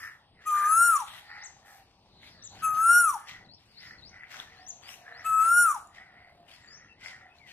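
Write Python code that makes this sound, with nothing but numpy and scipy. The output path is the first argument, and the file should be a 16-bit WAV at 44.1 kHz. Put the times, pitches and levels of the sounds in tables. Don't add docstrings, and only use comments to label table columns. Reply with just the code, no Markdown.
import sys
import numpy as np
from scipy import signal
from scipy.fft import rfft, irfft, next_fast_len
from scipy.io import wavfile
from scipy.ndimage import uniform_filter1d

SR = 44100
rng = np.random.default_rng(int(sys.argv[2]) if len(sys.argv) > 2 else 0)


def store_wav(level_fs):
    pcm = np.round(np.clip(np.atleast_2d(level_fs), -1, 1) * 32767)
    wavfile.write(sys.argv[1], SR, pcm.T.astype(np.int16))


N = 331632

# f/Hz, t60/s
GROVE_DECAY = [(300, 0.5), (1000, 0.47), (2500, 0.18), (6000, 0.42), (12000, 0.3)]
# f/Hz, level/dB per Hz
HUM_SPECTRUM = [(12, -42), (20, -18.5), (85, 6), (519, -8), (767, -2.5), (1130, -9.5), (1980, -34.5),
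                (2540, -13.5), (4950, -14.5), (6910, -48.5), (8880, -23.5), (9930, -47.5), (15500, -38)]
HUM_DB = -62.5
# f/Hz, likeness/0-1
HUM_LIKENESS = [(60, .975), (180, 0.96), (550, 0.95), (1650, .9), (4970, 0.78), (15000, 0)]
# t/s, level/dB
GUSTS = [(.65, 4.5), (1.301, 0), (2.399, 4.5), (2.681, 11), (3.45, 6.5), (4.03, 9), (4.6, 1.5), (5.399, 5),
         (6.1, -1.5), (7.198, 4)]
# t/s, length/s, effort/dB, throat resonance f/Hz
CAWS = [(0.0, .07, -40, 1866), (.4, .05, -53.5, 1870), (.57, .08, -33, 1513), (.7, .24, -44, 1548),
        (1.14, .03, -49, 1907), (1.305, 0.12, -42.5, 1866), (1.67, 0.07, -53.5, 1797),
        (2.235, .03, -54.5, 2176), (2.36, .07, -59.5, 1788), (2.63, .05, -44.5, 1536),
        (2.78, .03, -43, 1503), (2.88, .15, -44.5, 1433), (3.05, .18, -54, 1538), (3.285, .08, -46.5, 1990),
        (3.82, .12, -49, 1920), (4.14, .12, -48.5, 1994), (4.42, .2, -54.5, 1831), (5.07, .15, -45.5, 1790),
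        (5.25, .12, -55, 1684), (5.41, .05, -39.5, 1454), (5.63, .07, -42.5, 1451),
        (5.96, .08, -50.5, 1927), (6.12, .16, -54, 2028), (6.45, .18, -68, 1950), (6.64, .22, -54.5, 1832),
        (7.04, .08, -45.5, 2027), (7.15, .12, -54.5, 1946), (7.5, .05, -54.5, 2058)]
# t/s, length/s, level/dB, dryness on the treble/dB
CRUNCHES = [(0.0, 0.059, -65, 13.5), (.42, 0.057, -71, -15), (.49, 0.09, -61.5, -6.5),
            (.58, 0.18, -62.5, -22.5), (.9, 0.11, -58, -5), (1.08, 0.1, -56, 4.5),
            (1.25, 0.35, -74.5, -5.5), (1.66, 0.13, -71, 13.5), (1.8, 0.384, -82, -20),
            (2.232, 0.057, -63.5, 2), (2.55, 0.06, -63.5, -6.5), (2.625, .015, -62.5, 12.5),
            (2.75, 0.031, -58.5, -1.5), (2.85, 0.33, -65.5, -2), (3.285, 0.012, -54.5, -1.5),
            (3.6, 0.21, -74, 0.5), (3.83, 0.044, -61.5, 0.5), (4.0, 0.22, -76.5, -8),
            (4.312, 0.09, -53.5, 1), (4.5, 0.97, -75.5, -25), (4.83, 0.06, -66, 7),
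            (4.886, 0.052, -60, 17.5), (5.245, 0.03, -61, 10.5), (5.41, 0.066, -56, 0.5),
            (5.66, 0.11, -65.5, -20.5), (5.95, 0.018, -66.5, -26), (6.488, 0.058, -61.5, -0.5),
            (6.6, 0.13, -79.5, -27), (7.01, 0.043, -67.5, -18.5), (7.052, 0.031, -56.5, -43),
            (7.36, 0.019, -73, -14), (7.48, .05, -62, 0)]
# f/Hz, level/dB per Hz
LEAF_SPECTRUM = [(300, -46.5), (600, -8), (1100, -8), (1900, -1.5), (3200, -1), (5000, -7.5), (8000, -17),
                 (10000, -22.5), (12500, -19.5), (15500, -30.5)]
# t/s, pitch f/Hz, effort level/dB
KOEL_CALLS = [
    [(.452, 1293, -29), (.525, 1197, -26), (.65, 1198, -25.5), (.79, 1367, -20), (.85, 1413, -18),
     (.905, 1368, -22), (.965, 1170, -22.5), (1.0, 1031, -34), (1.06, 640, -42.5)],
    [(2.615, 1347, -28), (2.668, 1276, -26.5), (2.755, 1255, -28), (2.92, 1406, -16), (2.985, 1439, -17.5),
     (3.035, 1388, -22.5), (3.1, 1176, -24.5), (3.136, 1023, -36.5), (3.19, 631.6, -39)],
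    [(5.238, 1330, -30), (5.32, 1288, -26), (5.41, 1288, -22), (5.475, 1352, -22.5), (5.585, 1435, -17),
     (5.64, 1407, -21), (5.715, 1170, -25), (5.75, 1025, -35.5), (5.794, 620, -41.5)],
]
# share of call/0-1, lift from the third
# up/dB
BEAK = [(0, -8.5), (.25, -13), (.45, -2), (.62, 3), (.71, 3.5), (.79, -7.5), (.92, 10), (1, -13.5)]
# f/Hz, level/dB
THROAT = [(2000, -29), (2800, -32.5), (3800, -44.5), (4250, -38.5), (5000, -44), (5700, -16), (7000, -20.5),
          (8550, -20), (8950, -34.5), (9450, -14.5), (10000, -13.5), (10650, -8.5), (11300, -22.5),
          (12500, -19), (14000, -22), (15000, -34.5), (15700, -43), (16600, -79.5)]
WIDE_BEAK = [
    [-0.85, -2.5, -7, -2.5, 3, -2, 1.5, -23, -1.5, -11.5, -18, -23, -22],
    [0.18, -8.5, -7, -5.5, 0.18, -0.17, 2, -26, -7, -10, -12, -15, -11.5],
    [-1.3, -6, -8.5, -5.5, 0.1, 0, -3.5, -34, -4, -14, -21.5, -15.5, -14.5],
]
SHUT_BEAK = [
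    [2.5, 0.93, 0.92, 1.5, 6.5, -2, -3, -3, 1, -6.5, 1, -8.5, -10],
    [-3, 0.1, 0.11, 2.5, 0.1, 2, -2, -2.5, 6, -14.5, -10, -6, -10],
    [1.5, 0.13, 0.09, -7, 8.9, 9.5, -7, 6, -5, -6.5, -7, -10, -10],
]
# second overtone level/dB, sixth and eighth overtone level/dB
PRESSED_START = [(1.2, 1.5), (15.5, 13), (16, 4.3)]
# f/Hz, left-right level/dB
EARS = [(1300, 3), (2500, 1.5), (2850, -6.5), (3800, -7.5), (4270, 15), (5100, 5), (6400, 2), (7100, 5.5),
        (8550, 6.5), (9800, 6.5), (11500, -5), (12800, 2), (14200, -2)]
# delay t/s, level/dB
FIRST_ECHOES = [
    [(.0031, -16.5), (.011, -28), (.024, -18.5), (.041, -21.5), (.068, -25.5), (.097, -29)],
    [(.0043, -26), (.014, -17), (.029, -21.5), (.046, -23.5), (.074, -26.5), (.105, -30.5)],
]
# t/s, length/s, effort level/dB, first f/Hz, last f/Hz
PURRS = [(1.104, 0.42, -59.5, 823, 828.6), (1.548, 0.29, -60, 805, 772), (2.506, 0.073, -54, 791, 781),
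         (2.667, 0.16, -57.5, 780, 770), (3.193, 0.29, -64.5, 760, 802), (4.096, 0.68, -66.5, 764, 741),
         (4.549, 1, -59, 744.5, 680), (5.454, 0.61, -65.5, 682, 731), (5.849, 0.26, -65.5, 776, 747),
         (6.096, 0.45, -62, 717, 688), (7.01, 0.46, -64, 790, 702.3)]
# t/s, length/s, level/dB, middle f/Hz
FLOCK_SPELLS = [(1.28, 0.14, -63.5, 4385), (2.15, 0.17, -66, 4270), (2.42, 0.1, -61.5, 4265),
                (3.55, 0.02, -73.5, 4566), (3.77, 0.11, -60.5, 4170), (3.98, 0.035, -79, 4340)]
# t/s, peak level/dB, ring f/Hz, left-right pan/dB
TWIGS = [(1.304, -38, 2120, 11), (2.231, -39.5, 2070, -9), (3.2907, -29.5, 2300, 9),
         (3.5838, -47.5, 3620, 7), (3.8612, -50.5, 2050, 5), (4.2115, -47, 2100, 8), (4.222, -41, 1840, 6),
         (4.234, -32.5, 1880, 15), (4.2405, -38, 2080, 21), (4.3125, -34.5, 2070, 11),
         (4.345, -37, 2300, 6), (4.361, -39, 1835, 5), (4.3305, -37.5, 2270, 5), (4.3998, -21, 3513, 4),
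         (4.89, -27.5, 2904, 6), (4.9399, -35, 2830, 13), (4.568, -64, 11700, -4), (4.685, -52, 12480, -5),
         (5.831, -53, 9000, 14), (5.8722, -49, 7050, 21), (5.9705, -38, 2065, 9), (6.4868, -45, 2950, 15),
         (6.515, -38, 3170, 9), (7.0602, -26.5, 2033, 15), (7.085, -39, 2000, 10), (7.11, -43.5, 2000, 9),
         (7.165, -40, 1900, 5), (7.385, -43.5, 4150, 7.5), (7.49, -42, 2990, 14), (7.4776, -41.5, 2230, 3)]
# t/s, length/s, start f/Hz, end f/Hz, level/dB
CHIRPS = [ (1.409, 0.044, 4350, 7800, -52.5), (1.445, 0.034, 7890, 5350, -45),
          (2.307, 0.1, 1754, 1736, -76), (2.422, 0.038, 5500, 7900, -51.5), (2.44, 0.038, 7995, 5900, -46),
          (3.447, .02, 4520, 3790, -61.5), (3.487, 0.072, 3930, 5640, -55.5),
          (3.768, 0.05, 4120, 5670, -52.5), (3.983, 0.019, 4360, 4090, -54.5),
          (4.018, 0.084, 3730, 6150, -52), (4.331, 0.042, 4880, 6900, -59),
          (4.553, 0.11, 3900, 5980, -62.5), (4.665, 0.033, 5800, 7600, -46),
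          (4.683, 0.035, 7630, 5590, -42), (4.827, 0.12, 4480, 6300, -55), (5.128, 0.089, 3915, 6200, -57),
          (6.622, 0.2, 7560, 6200, -66.5), (6.671, 0.12, 4490, 6380, -53.5),
          (6.884, 0.069, 2720, 2660, -59), (7.297, 0.067, 2537, 2580, -61.5),
          (7.391, 0.13, 2430, 1774, -59)]
# t/s, length/s, f/Hz, level/dB
HORN = (4.5, .95, 468, -72)


def gain_of(db):
    return 10 ** (np.asarray(db) / 20)


def evened(x):
    return x / np.sqrt(np.mean(x ** 2) + 1e-20)


def read(points, hz):
    f, value = np.transpose(points)
    return np.interp(np.log(hz + 1), np.log(f + 1), value)


def columns(rows, t):
    s, *rest = np.transpose(rows)
    return [np.interp(t, s, c) for c in rest]


def add(mix, s, sound):
    part = mix[..., round(s * SR):][..., :sound.shape[-1]]
    part += sound[..., :part.shape[-1]]


def panned(x, db):
    return x * gain_of([[db / 2], [-db / 2]])


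def smoothed_twice(x, size):
    return uniform_filter1d(uniform_filter1d(x, size), size)


def wander(count, size):
    return evened(smoothed_twice(rng.standard_normal(count), size))


def resonate(x, hz, width):
    turn = np.exp(2j * np.pi * np.cumsum(hz * np.ones(len(x))) / SR)
    r = np.exp(-np.pi * width / SR)
    return 2 * (turn * signal.lfilter([1 - r], [1, -r], x / turn + 1e-18)).real


def coloured(x, points):
    size = next_fast_len(N)
    gain = gain_of(read(points, np.fft.rfftfreq(size, 1 / SR)))
    return irfft(rfft(x, size) * gain, size)[..., :N]


def banded(x, depth_db):
    hz, t, z = signal.stft(x, SR, nperseg=256)
    field = rng.standard_normal((len(t), len(hz))).T
    field = evened(uniform_filter1d(uniform_filter1d(field, size=6, axis=0), size=40, axis=1))
    return signal.istft(z * gain_of(depth_db * field), SR, nperseg=256)[1][:, :N]


def bursts(rows, t, rise_db, fall_db):
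    s, length, db, value = np.transpose(rows)[:, :, None]
    at = t[::64]
    early, late = np.maximum(s - at, 0), np.maximum(at - s - length, 0)
    each = gain_of(db - rise_db * early - fall_db * late)
    total = each.sum(axis=0)
    level_db = np.interp(t, at, 20 * np.log10(total))
    return level_db, np.interp(t, at, (each * value).sum(axis=0) / total)


def grove(x):
    taps = np.zeros((2, SR // 2))
    at = np.arange(400, SR // 2 - 20, 20)
    at = at + rng.integers(0, 20, (2, len(at)))
    np.put_along_axis(taps, at, rng.choice([-1., 1.], at.shape), 1)
    hz, t, z = signal.stft(taps, SR, nperseg=256)
    decay_db = -60 * t / read(GROVE_DECAY, hz)[:, None]
    tail = signal.istft(z * gain_of(decay_db), SR, nperseg=256)[1]
    tail[1] = 0.61 * tail[0] + 0.73 * tail[1]
    return signal.fftconvolve(x, tail / np.linalg.norm(tail[0]), axes=1)[:, :N]


def hum():
    frames, hz = N // 256 + 5, np.fft.rfftfreq(1024, 1 / SR)
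    a, b, c, d, patches = rng.standard_normal((frames, 513, 5)).T
    patches = evened(uniform_filter1d(uniform_filter1d(patches, size=10, axis=0), size=20, axis=1))
    same = np.clip(read(HUM_LIKENESS, hz), -1, 1)[:, None]
    left = a + 1j * b
    right = same * left + np.sqrt(1 - same ** 2) * (c + 1j * d)
    drift_db = 1.8 * patches + 0.72 * wander(frames, size=40)
    z = np.array([left, right]) * gain_of(read(HUM_SPECTRUM, hz)[:, None] + drift_db)
    t, gust_s = np.arange(frames) * 256 / SR, 0.13
    gust_db = sum(db * np.exp(-((t - s) / gust_s) ** 2) for s, db in GUSTS)
    z *= gain_of((gust_db - gust_db.mean()) / (1 + (hz[:, None] / 700) ** 2))
    rumble = evened(signal.istft(z, nperseg=1024, noverlap=768)[1][:, :N])
    return panned(gain_of(HUM_DB) * rumble, 1.7)


def crows(t):
    effort_db, hz = bursts(CAWS, t, rise_db=349.5, fall_db=215.5)
    hz = hz * (1 + .035 * wander(N, size=1500))
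    turns = np.cumsum(80 * gain_of(2.3 * wander(N, size=400))) / SR
    puff = np.exp(-(turns % 1) / .35) * gain_of(1.8 * wander(N, size=300))
    pulses = np.diff(np.floor(turns), prepend=0) * gain_of(2.5 * rng.standard_normal(N))
    air = evened((.3 + puff) * rng.standard_normal(N)) + .15 * evened(pulses)
    throat = resonate(resonate(air, hz, 260), hz, 380)
    wide_throat = resonate(resonate(air, 0.98 * hz, 620), 0.79 * hz, 500)
    pipe = resonate(resonate(air, .78 * hz, 180), .78 * hz, 260)
    caw = throat + gain_of(-9) * wide_throat + gain_of(-12) * pipe
    caw = gain_of(effort_db) * evened(caw)
    return panned(caw, 1.0) * 0.62 + gain_of(-7.5) * grove(caw[None])


def leaves(t):
    crunch_db, dry_db = bursts(CRUNCHES, t, rise_db=650, fall_db=249)
    size_db = 1.4 * np.minimum(rng.exponential(1, N), 5)
    cracks = rng.standard_normal((2, N)) * (rng.random(N) < 3000 / SR) * gain_of(size_db)
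    cracks = cracks + 0.15 * rng.standard_normal((2, N))
    cracks[1] = .55 * cracks[0] + .83 * cracks[1]
    body = evened(banded(coloured(cracks, LEAF_SPECTRUM), depth_db=2.5))
    heap_hz = 3200 * gain_of(3 * wander(N, size=4000))
    body = body + .25 * resonate(body[0], heap_hz, 900)
    treble = signal.sosfilt(signal.butter(4, 5000, "high", fs=SR, output="sos"), body)
    crunch = gain_of(crunch_db + 10.5) * (body + (gain_of(dry_db) - 1) * treble)
    return panned(crunch, 5.1) * 0.58 + gain_of(-9.0) * grove(crunch)


def whistle(rows, wides_db, shuts_db, pressed_db):
    t = np.arange(rows[0][0], rows[-1][0], 1 / SR)
    since, falling = t - t[0], t > t.mean()
    hz, effort_db = columns(rows, t)
    beak_db, = columns(BEAK, np.linspace(0, 1, len(t)))
    for _ in range(2):
        hz = uniform_filter1d(hz, size=1100, mode="nearest")
    hz = np.maximum(hz, 815)
    hz = hz * (1 - .1 * np.exp(-since / .011))
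    wide = np.clip(2.5 + beak_db / 3.2, 0, 1)
    hoarse = .0018 * (1 - wide + (hz < 1300) * falling)
    tremble = (.0021 + hoarse) * wander(len(t), size=150)
    turn = 2 * np.pi * np.cumsum(hz * (1 + tremble)) / SR
    accent = np.exp(-((since - .032) / .026) ** 2)
    beat = 2 * np.pi * 375 * t
    closing = np.clip((1185 - hz) / 45, 0, 6) * falling
    low_end = np.clip((1340 - hz) / 80, 0, 1) * falling

    overtones = np.zeros(len(t))
    for k, (wide_db, shut_db) in enumerate(zip(wides_db, shuts_db), 2):
        press_db = pressed_db[0] if k == 2 else pressed_db[1] if k in (6, 8) else 3.0
        open_db = beak_db * (k > 2) + wide * wide_db + (1 - wide) * shut_db + accent * press_db
        open_db = open_db + 2.5 * wander(len(t), size=500)
        open_db = open_db - closing * (2.3 if k in (5, 6) else 3.0) + 8 * (k > 10) * low_end
        side = gain_of(-23) * wide ** 2 * np.sin(k * turn + np.sign(7 - k) * beat)
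        overtones += gain_of(read(THROAT, k * hz) + open_db) * (np.sin(k * turn + k * k) + side)

    air = .065 + .9 * np.exp(-since / .016) + .16 * closing
    fundamental = np.sin(turn) * (1 + (.01 + .006 * closing) * wander(len(t), size=60))
    voice = fundamental + overtones * (1 + air * wander(len(t), size=36))
    flutter_db = (.5 + .4 * closing) * wander(len(t), size=300)
    flutter_db -= 10 * np.exp(-((hz - 1085) / 40) ** 2) * falling
    voice = voice * np.minimum((t[-1] - t) / .03, 1)
    voice = voice * np.minimum(since / .026, 1) ** 1.5
    return np.sqrt(2) * gain_of(uniform_filter1d(effort_db, size=200) + flutter_db) * voice


def koel():
    calls = np.zeros(N)
    for rows, *colour in zip(KOEL_CALLS, WIDE_BEAK, SHUT_BEAK, PRESSED_START):
        add(calls, rows[0][0], whistle(rows, *colour))
    ears = np.array([coloured(calls, [(hz, sign * db / 2) for hz, db in EARS]) for sign in (1, -1)])
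    lag = 0.22
    ears[1] = (1 - lag) * ears[1] + lag * np.roll(ears[1], 2)
    for ear, echoes in zip(ears, FIRST_ECHOES):
        for s, db in echoes:
            add(ear, s, gain_of(db) * calls)
    brighter = signal.lfilter([1, -.45], 1, calls)
    return ears + gain_of(-9.5) * grove(brighter[None])


def dove():
    coos = np.zeros(N)
    for s, length, db, first_hz, last_hz in PURRS:
        t = np.arange(s, s + length, 1 / SR)
        u = (t - s) / length
        effort_db = db - 8 * abs(u - 0.6)
        hz = first_hz + (last_hz - first_hz) * u
        beats = np.cumsum(41 * gain_of(.5 * wander(len(t), size=3000))) / SR
        throb = (.78 + .22 * np.cos(2 * np.pi * beats)) ** 1.5
        breath = evened(resonate(rng.standard_normal(len(t)), hz, 90))
        tone = (np.sin(2 * np.pi * np.cumsum(hz) / SR) + breath) * throb
        add(coos, t[0], gain_of(effort_db) * evened(tone) * signal.windows.tukey(len(t), .1))
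    return 1.04 * coos + gain_of(-9.5) * grove(coos[None])


def flock(t):
    level_db, hz = bursts(FLOCK_SPELLS, t, rise_db=143.5, fall_db=301)
    hz = hz * gain_of(0.85 * wander(N, size=1500))
    band = resonate(resonate(rng.standard_normal(N), hz, 640), hz, 900)
    chatter = gain_of(level_db) * evened(band)
    return .5 * panned(chatter, 11.0) + 1.5 * grove(chatter[None])


def twigs():
    t, snaps = np.arange(600) / SR, np.zeros((2, N))
    for s, db, hz, pan_db in TWIGS:
        ring = np.sin(2 * np.pi * hz * t) * gain_of(-60 * t / .009)
        crack = (hz / 9000) ** 2 * np.diff(rng.standard_normal(601)) * gain_of(-60 * t / .003)
        snap = (ring + crack) * np.minimum(t / .0009, 1)
        add(snaps, s, panned(gain_of(db) * snap, pan_db))
    return snaps + gain_of(-10) * grove(snaps)


def small_birds():
    song = np.zeros(N)
    for s, length, start_hz, end_hz, db in CHIRPS:
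        bend = 1.4 if end_hz > start_hz else 0.81 if length > .05 else 0.86
        u = np.linspace(0, 1, round(length * SR))
        hz = start_hz + (end_hz - start_hz) * u ** bend
        hz = hz * (1 + .015 * wander(len(u), size=40))
        flicker = gain_of(3.5 * wander(len(u), size=120))
        shape = np.sin(np.pi * u) ** 0.29 * gain_of(db) * flicker
        add(song, s, np.sqrt(2) * shape * np.sin(2 * np.pi * np.cumsum(hz) / SR))
    return .75 * panned(song, 8.0) + gain_of(-9) * panned(grove(song[None]), 5.0)


def horn():
    s, length, hz, db = HORN
    t, tone = np.arange(round(length * SR)) / SR, np.zeros(N)
    level = gain_of(db + 7.6 * wander(len(t), size=2000)) * signal.windows.tukey(len(t), .2)
    add(tone, s, level * np.sin(2 * np.pi * hz * t))
    return tone


def scene():
    t = np.arange(N) / SR
    around = hum() + crows(t) + leaves(t) + dove() + flock(t) + twigs() + small_birds() + horn()
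    around[1] = np.roll(around[1], 4)
    return koel() + around


def band_limit(x):
    return signal.sosfilt(signal.butter(12, 15700, fs=SR, output="sos"), x)


def record(dry):
    hz, t, z = signal.stft(dry, SR, nperseg=1024, noverlap=768)
    power = uniform_filter1d(uniform_filter1d(abs(z) ** 2, size=5, axis=1), size=6, axis=2)
    masker = power * np.where(hz[:, None] < 2000, .01, 1)
    blocks = rng.standard_normal((len(t) // 5 + 1, len(hz) // 12 + 1)).T
    blocks = blocks.repeat(12, axis=0).repeat(5, axis=1)[:len(hz), :len(t)]
    mask = uniform_filter1d(masker, size=90, axis=1) * gain_of(-34 + 18 * blocks)
    mask = mask + gain_of(-232)
    kept = np.where(hz[:, None] > 3000, power ** 2 / (power ** 2 + mask ** 2), 1)
    kept = kept * (hz[:, None] < 15680)
    mix = signal.istft(z * kept, SR, nperseg=1024, noverlap=768)[1][:, :N]
    return band_limit(mix)


dry = scene()
out = record(dry)
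store_wav(out)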